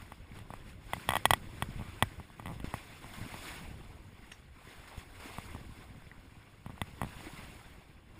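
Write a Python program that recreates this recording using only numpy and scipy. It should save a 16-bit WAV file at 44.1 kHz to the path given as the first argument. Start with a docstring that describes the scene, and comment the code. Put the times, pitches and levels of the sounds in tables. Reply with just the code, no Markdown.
"""Camera housing on a rolling sailing boat

Waves wash and fizz along the hull: shaped noise with bubbles, coloured by the housing of a camera.
Beneath lies a lumpy rumble of wind and hull: low noise with random jolts of the camera's mount.
The mount slips and knocks, ringing the plastic housing as a sum of damped modes; soft bumps lack the click.
A small metal fitting is struck once: a few touches and a scrape, with longer ringing modes."""
import sys
import numpy as np
from scipy import signal
from scipy.io import wavfile
from scipy.ndimage import uniform_filter1d

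SR = 44100
rng = np.random.default_rng(int(sys.argv[2]) if len(sys.argv) > 2 else 0)


def pcm_store(signal):
    """Save signal as 16-bit PCM."""
    levels = np.round(np.clip(np.atleast_2d(signal), -1, 1) * 32767)
    wavfile.write(sys.argv[1], SR, levels.astype(np.int16).T)


N = 361179

# camera swinging on its mount: (frequency [Hz], relative level [dB], t60 [s], signed weight [-])
MOUNT_MODES = [(100, 2.5, 0.052, 0.92), (220.4, 3.5, 0.023, -0.9), (370, -8, 0.0093, -0.5)]


def gain_of(db):
    """Level to amplitude: 20 dB is a factor of ten."""
    return 10 ** (np.asarray(db) / 20)


def evened(x):
    """Normalization by effective value: the result has rms 1."""
    return x / np.sqrt(np.mean(x ** 2) + 1e-20)


def add(mix, s, sound):
    """Linear superposition: adds a sound into the mix, in place, from s seconds on."""
    part = mix[round(s * SR):][:len(sound)]
    part += sound[:len(part)]


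def curve(rows):
    """Linear interpolation of (time [s], value) rows, sample by sample."""
    return np.interp(np.arange(N) / SR, *np.transpose(rows))


def ring(hz, db, t60, seconds=.1):
    """Free vibration of a struck mode: a sine whose level falls 60 dB in t60 seconds."""
    t = np.arange(int(seconds * SR)) / SR
    return gain_of(db - 60 * t / t60) * np.sin(2 * np.pi * hz * t)


def noise(tone, size, patchy_db, flicker_db, patch_frames, patch_bins):
    """Spectral synthesis: random short-time spectra with drifting patches and a flicker shared by all bins."""
    # air sound through the housing walls: (centre [Hz], width [Hz], lift, or dip if negative [dB])
    through_walls = [(1071, 98, 9), (1510.4, 60, 12), (2164, 570, 7), (2723, 94, 5), (3477, 90, 10),
                     (5150, 300, 2), (6750, 490, 5.5), (8800, 260, -1.5)]
    frames, hz = 4 * N // size + 5, np.fft.rfftfreq(size, 1 / SR)
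    real, imaginary, patches = rng.standard_normal((frames, len(hz), 3)).T
    patches = uniform_filter1d(patches, patch_bins, 0)
    patches = evened(uniform_filter1d(patches, patch_frames, 1))
    flicker = evened(uniform_filter1d(rng.standard_normal(frames), patch_frames))
    tone_hz, tone_db = np.transpose(tone)
    db = np.interp(np.log(hz + 1), np.log(tone_hz + 1), tone_db)
    for centre, width, lift in through_walls:
        db = db + lift / (1 + (2 * (hz - centre) / width) ** 2)
    level_db = db[:, None] + patchy_db * patches + flicker_db * flicker
    spectra = (real + 1j * imaginary) * gain_of(level_db)
    return evened(signal.istft(spectra, nperseg=size, noverlap=3 * size // 4)[1][:N])


def random_impulses(per_s, spread_db, most):
    """Poisson-like process: impulses at random moments, with exponentially spread levels up to a limit."""
    size = gain_of(spread_db * np.minimum(rng.exponential(1, N), most))
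    return size * (rng.random(N) < per_s / SR)


def bubbles(per_s, spread_db):
    """Bubble resonance: many short damped tones of rising pitch, a few of them large."""
    impulses = random_impulses(per_s, spread_db, most=5)
    pitches = np.geomspace(650, 3800, num=16)
    kind = rng.integers(0, len(pitches), N)
    t, out = np.arange(800) / SR, np.zeros(N)
    for k, hz in enumerate(pitches):
        age = t * hz / 7.9  # reaches 1 after about eight cycles
        bubble = age * np.exp(-4 * age) * np.sin(2 * np.pi * hz * t * (1 + 0.11 * age))
        out += signal.oaconvolve(impulses * (kind == k), bubble)[:N]
    return evened(out)


def water():
    """Turbulent flow noise: wash with bubbles, fine spray, sudden slaps and drips, entering by the port."""
    # waves along the hull: (time [s], wash level before laps and slaps [dB])
    waves = [(0.0, -58), (0.24, -64.5), (0.78, -65.5), (0.95, -52.5), (1.42, -58), (2.05, -56),
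             (2.28, -61.5), (2.62, -61), (2.76, -54), (2.89, -57), (3.3, -51.5), (3.5, -47), (3.73, -58.5),
             (4.16, -64), (4.5, -66.5), (4.7, -56), (5.08, -60.5), (5.28, -52), (5.46, -53.5), (5.63, -59),
             (6.0, -62.5), (6.62, -64.5), (7.28, -53), (7.41, -53.5), (7.76, -61), (8.04, -68.5),
             (8.19, -63)]
    # small wavelets lapping on top of the waves: (crest time [s], lift [dB], length [s])
    laps = [(.13, 1, 0.13), (.37, 4.5, 0.21), (0.558, 6, 0.23), (0.698, 8.5, 0.17), (1.165, 6.5, 0.11),
            (1.335, 5, 0.11), (1.595, 2.5, .2), (2.53, 3.5, .14), (4.309, 4.5, 0.32), (4.996, 5, .11),
            (5.803, 2.5, 0.25), (6.884, 1, 0.12)]
    # slaps of water that lift wash and spray at once: (time [s], lift [dB], fade time constant [s])
    slaps = [(.345, 5, 0.054), (2.643, 11, 0.03), (2.745, 4.5, 0.048), (3.136, 5, 0.035), (4.875, 6, 0.04),
             (4.975, 3, 0.043), (5.2, 2.5, 0.076), (7.075, 2.5, 0.059)]
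    # spectra of wash and spray: (frequency [Hz], relative density [dB per Hz])
    wash_tone = [(150, -16), (250, 1.5), (509, -4), (1440, -8), (1620, -7.5), (2780, -9), (4700, -18.5),
                 (5220, -15.5), (5800, -24.5), (7540, -58), (12800, -120)]
    spray_tone = [(1500, -26), (2800, -5), (5000, -4.5), (7000, -6.5), (9300, -2.5), (10500, -5),
                  (11800, -15.5), (13000, -11), (14600, -4), (15200, -13), (15450, -57)]
    # single drips: (time [s], level [dB], frequency [Hz], t60 [s])
    drips = [(6.115, -38, 1940, 0.018), (0.32, -41, 2200, 0.011)]
    # band cancelled at the microphone port: (from [Hz], to [Hz])
    port_notch = (5880, 6150)
    calm_db = -62.5  # wave level from which spray and body growth are reckoned
    spray_db_when_calm, spray_growth = -8.5, 1.195  # dB re calm level, dB per dB of wave: faster than the wash
    body_hz, body_db_when_calm, body_growth = 1000, 1.5, .75  # slower growth: big waves are brighter

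    wash = noise(wash_tone, size=512, patchy_db=2.0, flicker_db=1.3, patch_frames=9, patch_bins=6)
    wash = gain_of(-0.5) * wash + gain_of(-7) * bubbles(per_s=900, spread_db=3.0)
    spray = noise(spray_tone, size=512, patchy_db=2.0, flicker_db=0.87, patch_frames=4, patch_bins=4)

    wave_db = curve(waves)
    for s, db, length in laps:
        add(wave_db, s - length / 2, db * signal.windows.hann(int(length * SR)))
    slap_db = np.zeros(N)
    for s, db, fade in slaps:
        add(slap_db, s, db * np.exp(-np.arange(SR // 4) / SR / fade))

    growth_db = wave_db - calm_db
    spray_db = calm_db + spray_db_when_calm + spray_growth * growth_db
    body_db = calm_db + body_db_when_calm + body_growth * growth_db
    body = signal.filtfilt(*signal.butter(1, body_hz, fs=SR), wash)
    out = gain_of(wave_db) * (wash - body) + gain_of(body_db) * body + gain_of(spray_db) * spray
    out = out * gain_of(slap_db)
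    for s, db, hz, t60 in drips:
        add(out, s, np.convolve(ring(hz, db, t60), signal.windows.hann(12) / 6))
    return signal.sosfilt(signal.butter(2, port_notch, "bandstop", fs=SR, output="sos"), out)


def jostle(per_s, spread_db):
    """Impulse response of the mount: small random jolts of either sign swing the camera."""
    jolts = random_impulses(per_s, spread_db, most=4) * rng.choice([-1., 1.], N)
    swing = sum(weight * ring(hz, db, t60) for hz, db, t60, weight in MOUNT_MODES)
    soft_swing = np.convolve(swing, signal.windows.hann(120))
    return evened(signal.oaconvolve(jolts, soft_swing)[:N])


def rumble():
    """Low-frequency pressure noise from gusts and the hull's pitching, which also jostles the mount."""
    # rumble of wind and hull: (time [s], level [dB])
    swell = [(0.0, -56.5), (0.59, -52.5), (1.12, -53), (1.27, -46), (1.76, -48.5), (2.39, -54.5),
             (2.53, -47), (2.8, -54.5), (3.37, -52.5), (3.72, -48.5), (4.27, -56.5), (4.81, -59.5),
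             (5.06, -53.5), (5.34, -57.5), (5.54, -49), (6.32, -58.5), (6.82, -53), (7.51, -52.5),
             (7.85, -58), (8.19, -56)]
    # its spectrum: (frequency [Hz], relative density [dB per Hz])
    rumble_tone = [(8.8, -46), (15, -2), (65, 2.5), (119, -3.5), (166, -7.5), (255, -13.5), (317, -11.5),
                   (395, -19), (500, -19), (650, -25.5), (1100, -120)]
    lumps = noise(rumble_tone, size=2048, patchy_db=3.5, flicker_db=1.5, patch_frames=3, patch_bins=4)
    jolts = jostle(per_s=45, spread_db=4.0)
    return gain_of(curve(swell)) * (gain_of(-0.5) * lumps + gain_of(-5.5) * jolts)


def housing_ring(contact_ms, free, chance):
    """Modal excitation by a force pulse: a longer contact dulls the housing; the part bounces once."""
    # housing: (frequency [Hz], relative level [dB], t60 before damping [s], signed weight at microphone [-])
    housing_modes = [(762, -3, 0.0097, 0.87), (1150, -6.5, 0.02, -0.56), (1457, -7, 0.0055, -0.93),
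                     (1657, -18.5, 0.019, 1), (1967, -10.5, 0.033, -0.91), (2260, -24, 0.041, -1.1),
                     (2544, -14.5, 0.022, -0.65), (3100, -4.5, 0.0036, -0.87), (3405, -5, 0.012, 0.97),
                     (3920, -20, 0.013, -0.86), (5490, -27.5, 0.022, 1), (6360, -38.5, 0.025, -2),
                     (7170, -25.5, 0.019, 0.79)]
    panel_hz, panel_loss_db_per_ms = 1970, 14.  # a long contact holds the back panel and mutes its ring
    panel_loss_db = panel_loss_db_per_ms * max(contact_ms - .2, 0)
    body = 0
    for (hz, db, t60, weight), c in zip(housing_modes, chance):
        mode_db = db + 1.4 * c - panel_loss_db * (abs(hz - panel_hz) < 150)
        body = body + weight * ring(hz * (1 + 0.015 * c), mode_db, t60 * free, .04)
    contact_s = max(contact_ms, .06) / 1000
    push = np.sin(np.pi * np.clip(np.arange(1, 60) / SR / contact_s, 0, 1)) ** 2
    body = np.convolve(body, push / push.sum())[:len(body)]
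    add(body, .0033, gain_of(-23.5) * body.copy())  # the bounce
    return body


def wall_ring(contact_ms, chance):
    """High-frequency excitation by a sharp touch: thin walls ring and loose parts chatter."""
    # thin-wall treble modes: (frequency [Hz], level re tick [dB], t60 [s])
    wall_modes = [(8030, -31.5, 0.014), (8680, -12.5, 0.0093), (9480, -18, 0.0078), (10040, -22, 0.024),
                  (10960, -13.5, 0.0061), (12650, -15.5, 0.0059), (14100, -21, 0.018), (14900, -18.5, .007)]
    tick_db = 4 - 24. * contact_ms  # over the level of the slip: strongest for the shortest contact
    wall = 0
    for (hz, db, t60), c in zip(wall_modes, chance[::-1]):
        wall = wall + np.sign(c) * ring(hz * (1 + 0.0057 * c), tick_db + db + 0.71 * c, t60, .04)
    t = np.arange(len(wall)) / SR
    wall = wall * (1 - np.exp(-t / 0.00077))  # the walls take a moment to build up
    chatter = gain_of(tick_db - 22.0 - 60 * t / 0.024) * (1 - np.exp(-t / 0.00074))
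    chatter = chatter * rng.standard_normal(len(t))
    return wall + signal.lfilter(*signal.butter(2, [3000, 14000], "band", fs=SR), chatter)


def knock(db, way, contact_ms, thump_db, chance):
    """Superposed modes of a slip: housing and walls ring while the camera swings on its mount."""
    free = np.clip(.5 - 0.02 * (thump_db - db), .3, 1.2)  # a heavy swing presses on the housing and damps it
    click = housing_ring(contact_ms, free, chance) + wall_ring(contact_ms, chance)
    out = 0
    for (hz, mode_db, t60, weight), c in zip(MOUNT_MODES, chance):
        out = out + weight * ring(hz * (1 + 0.064 * c), thump_db + mode_db, t60)
    out = np.convolve(out, signal.windows.hann(40) / 20)
    add(out, 0, gain_of(db) * click)
    return np.sign(way) * out


def mount():
    """Stick-slip and soft impact: knocks of the slipping mount and bumps without a click."""
    # slips: (time [s], level [dB], direction [sign], contact time [ms], low thump level [dB])
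    slips = [(0.02, -40.5, 1, 0.073, -48.5), (0.1204, -28.5, -1, 0.43, -44), (0.371, -43, -1, 0.08, -44),
             (0.3885, -38, 1, 0.074, -47), (0.504, -25.5, 1, 0.66, -42.5), (0.5372, -24.5, -1, 0.54, -41.5),
             (0.934, -14.5, 1, 0.34, -36), (0.9666, -25, -1, 0.94, -39), (1.0897, -11, 1, 0.17, -29.5),
             (1.106, -16.5, 1, 0.25, -39), (1.12, -16.5, 1, 0.42, -39), (1.1355, -16, 1, 0.35, -47),
             (1.1543, -13, 1, 0.26, -38), (1.1665, -13, 1, 0.28, -37.5), (1.2548, -6.5, 1, 0.07, -32),
             (1.3074, -7, 1, 0.083, -33), (1.335, -9, 1, 0.14, -32.5), (1.6233, -13.5, -1, 0.3, -29),
             (1.7951, -32.5, -1, 0.52, -37), (1.8103, -28.5, -1, 0.76, -34.5), (1.8203, -33, -1, 0.55, -45),
             (2.0244, -6.5, 1, 0.25, -22), (2.0334, -22, 1, 0.69, -33), (2.1986, -29.5, -1, 0.61, -39.5),
             (2.3012, -34.5, -1, 0.65, -49), (2.3968, -28, 1, 0.47, -43), (2.424, -36, 1, 0.63, -47),
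             (2.4576, -27.5, 1, 0.25, -37), (2.4693, -30.5, 1, 0.26, -38), (2.4806, -29, 1, 0.4, -38),
             (2.4905, -28, 1, 0.65, -40), (2.498, -29, 1, 0.68, -39), (2.505, -29, 1, 0.75, -40),
             (2.5108, -33, 1, 0.75, -40), (2.5168, -31, 1, 0.75, -41), (2.523, -34.5, 1, 0.7, -42),
             (2.533, -36, 1, 0.75, -43), (2.6005, -35, -1, 0.14, -38), (2.674, -41, -1, 0.36, -38),
             (2.7396, -18, 1, 0.44, -32), (3.043, -29, -1, 0.72, -44.5), (3.3415, -28, -1, 0.4, -41),
             (4.9482, -39, -1, 0.58, -60), (5.384, -20.5, 1, 0.54, -34), (5.5479, -30, 1, 0.51, -36),
             (5.5616, -32, -1, 0.85, -46), (6.021, -41, -1, 0.49, -65), (6.662, -29.5, -1, 0.46, -35),
             (6.6949, -31.5, -1, 0.73, -39), (6.7026, -33, -1, 0.63, -40), (6.7787, -36, -1, 0.54, -61),
             (6.8157, -17.5, -1, 0.28, -28), (7.0155, -14.5, 1, 0.5, -29), (7.0318, -21.5, 1, 0.44, -29),
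             (7.0455, -26, 1, 0.62, -33), (7.0656, -38, 1, 0.55, -40), (7.2064, -34.5, 1, 0.36, -45)]
    # soft bumps: (time [s], level [dB], pitch [Hz], decay by 60 dB [cycles])
    soft_bumps = [(0.364, -48, 105, 19), (.413, -38, 100, 8), (1.688, -26.5, 160, 3), (1.702, -34, 130, 5),
                  (1.758, -33.5, 120, 11), (1.884, -35.5, 100, 9), (2.643, -16.5, 172, 1.5),
                  (2.677, -31, 80, 4.5), (3.184, -33.5, 130, 5), (3.213, -23.5, 130, 2),
                  (3.223, -33, 119, 7), (3.249, -34, 140, 2.5), (3.262, -35.5, 260, 11),
                  (4.65, -42, 132, 3), (4.978, -28.5, 85, 3), (5.256, -37.5, 288, 12), (6.068, -36, 100, 1),
                  (7.165, -37, 100, 2.5), (7.268, -34.5, 316, 12.5)]
    out = np.zeros(N)
    for (s, *settings), chance in zip(slips, rng.standard_normal((len(slips), 20))):
        add(out, s, knock(*settings, chance))
    for s, db, hz, cycles in soft_bumps:
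        add(out, s, -np.convolve(ring(hz, db, cycles / hz), signal.windows.hann(60) / 30))
    return out


def fitting():
    """Repeated impact and friction: a short rattle of touches and a scrape set the metal ringing."""
    # the strike: (time [s], reference level [dB])
    hit_s, hit_db = (4.316, -42.5)
    # modes of the metal: (frequency [Hz], relative level [dB], t60 [s])
    metal_modes = [(1910, -2.5, .02), (2710, 2, 0.017), (3330, -7, 0.018), (3700, -20, 0.11),
                   (4650, -22, .12), (5600, -9, 0.12), (6379, -10, .11), (7316, -21, .12), (8400, -9, .1),
                   (9200, -4.5, 0.018)]
    bell = sum(ring(*mode, seconds=.2) for mode in metal_modes)
    bell = np.convolve(bell, signal.windows.hann(5) / 2)
    out, t = np.zeros(N), np.arange(900) / SR
    # touches: (delay [s], level re strike [dB])
    for late, db in [(-.0012, -16), (.0012, -4), (.0026, -20), (.004, 1), (.008, -8)]:
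        add(out, hit_s + late, gain_of(hit_db + db) * bell)
    scrape = signal.lfilter(*signal.butter(2, [1800, 3600], "band", fs=SR), rng.standard_normal(len(t)))
    swell_and_fade = t / 0.0046 * np.exp(-t / 0.0034)
    add(out, hit_s, gain_of(hit_db + 2.5) * evened(scrape) * swell_and_fade)
    return out


def scene():
    """Superposition of pressures: everything reaches one microphone."""
    return (water() + rumble() + mount() + fitting())[None]


def record(dry):
    """Linear filtering: a dip in the microphone's treble, then the band limit."""
    notched = signal.lfilter(*signal.iirnotch(6020, 6.5, SR), dry)
    dipped = notched + gain_of(-23.5) * dry
    edge_hz = 16500
    low_pass = signal.firwin(511, edge_hz, window=("kaiser", 9), fs=SR)
    return signal.oaconvolve(dipped, low_pass[None], "same")


dry = scene()
out = record(dry)
pcm_store(out)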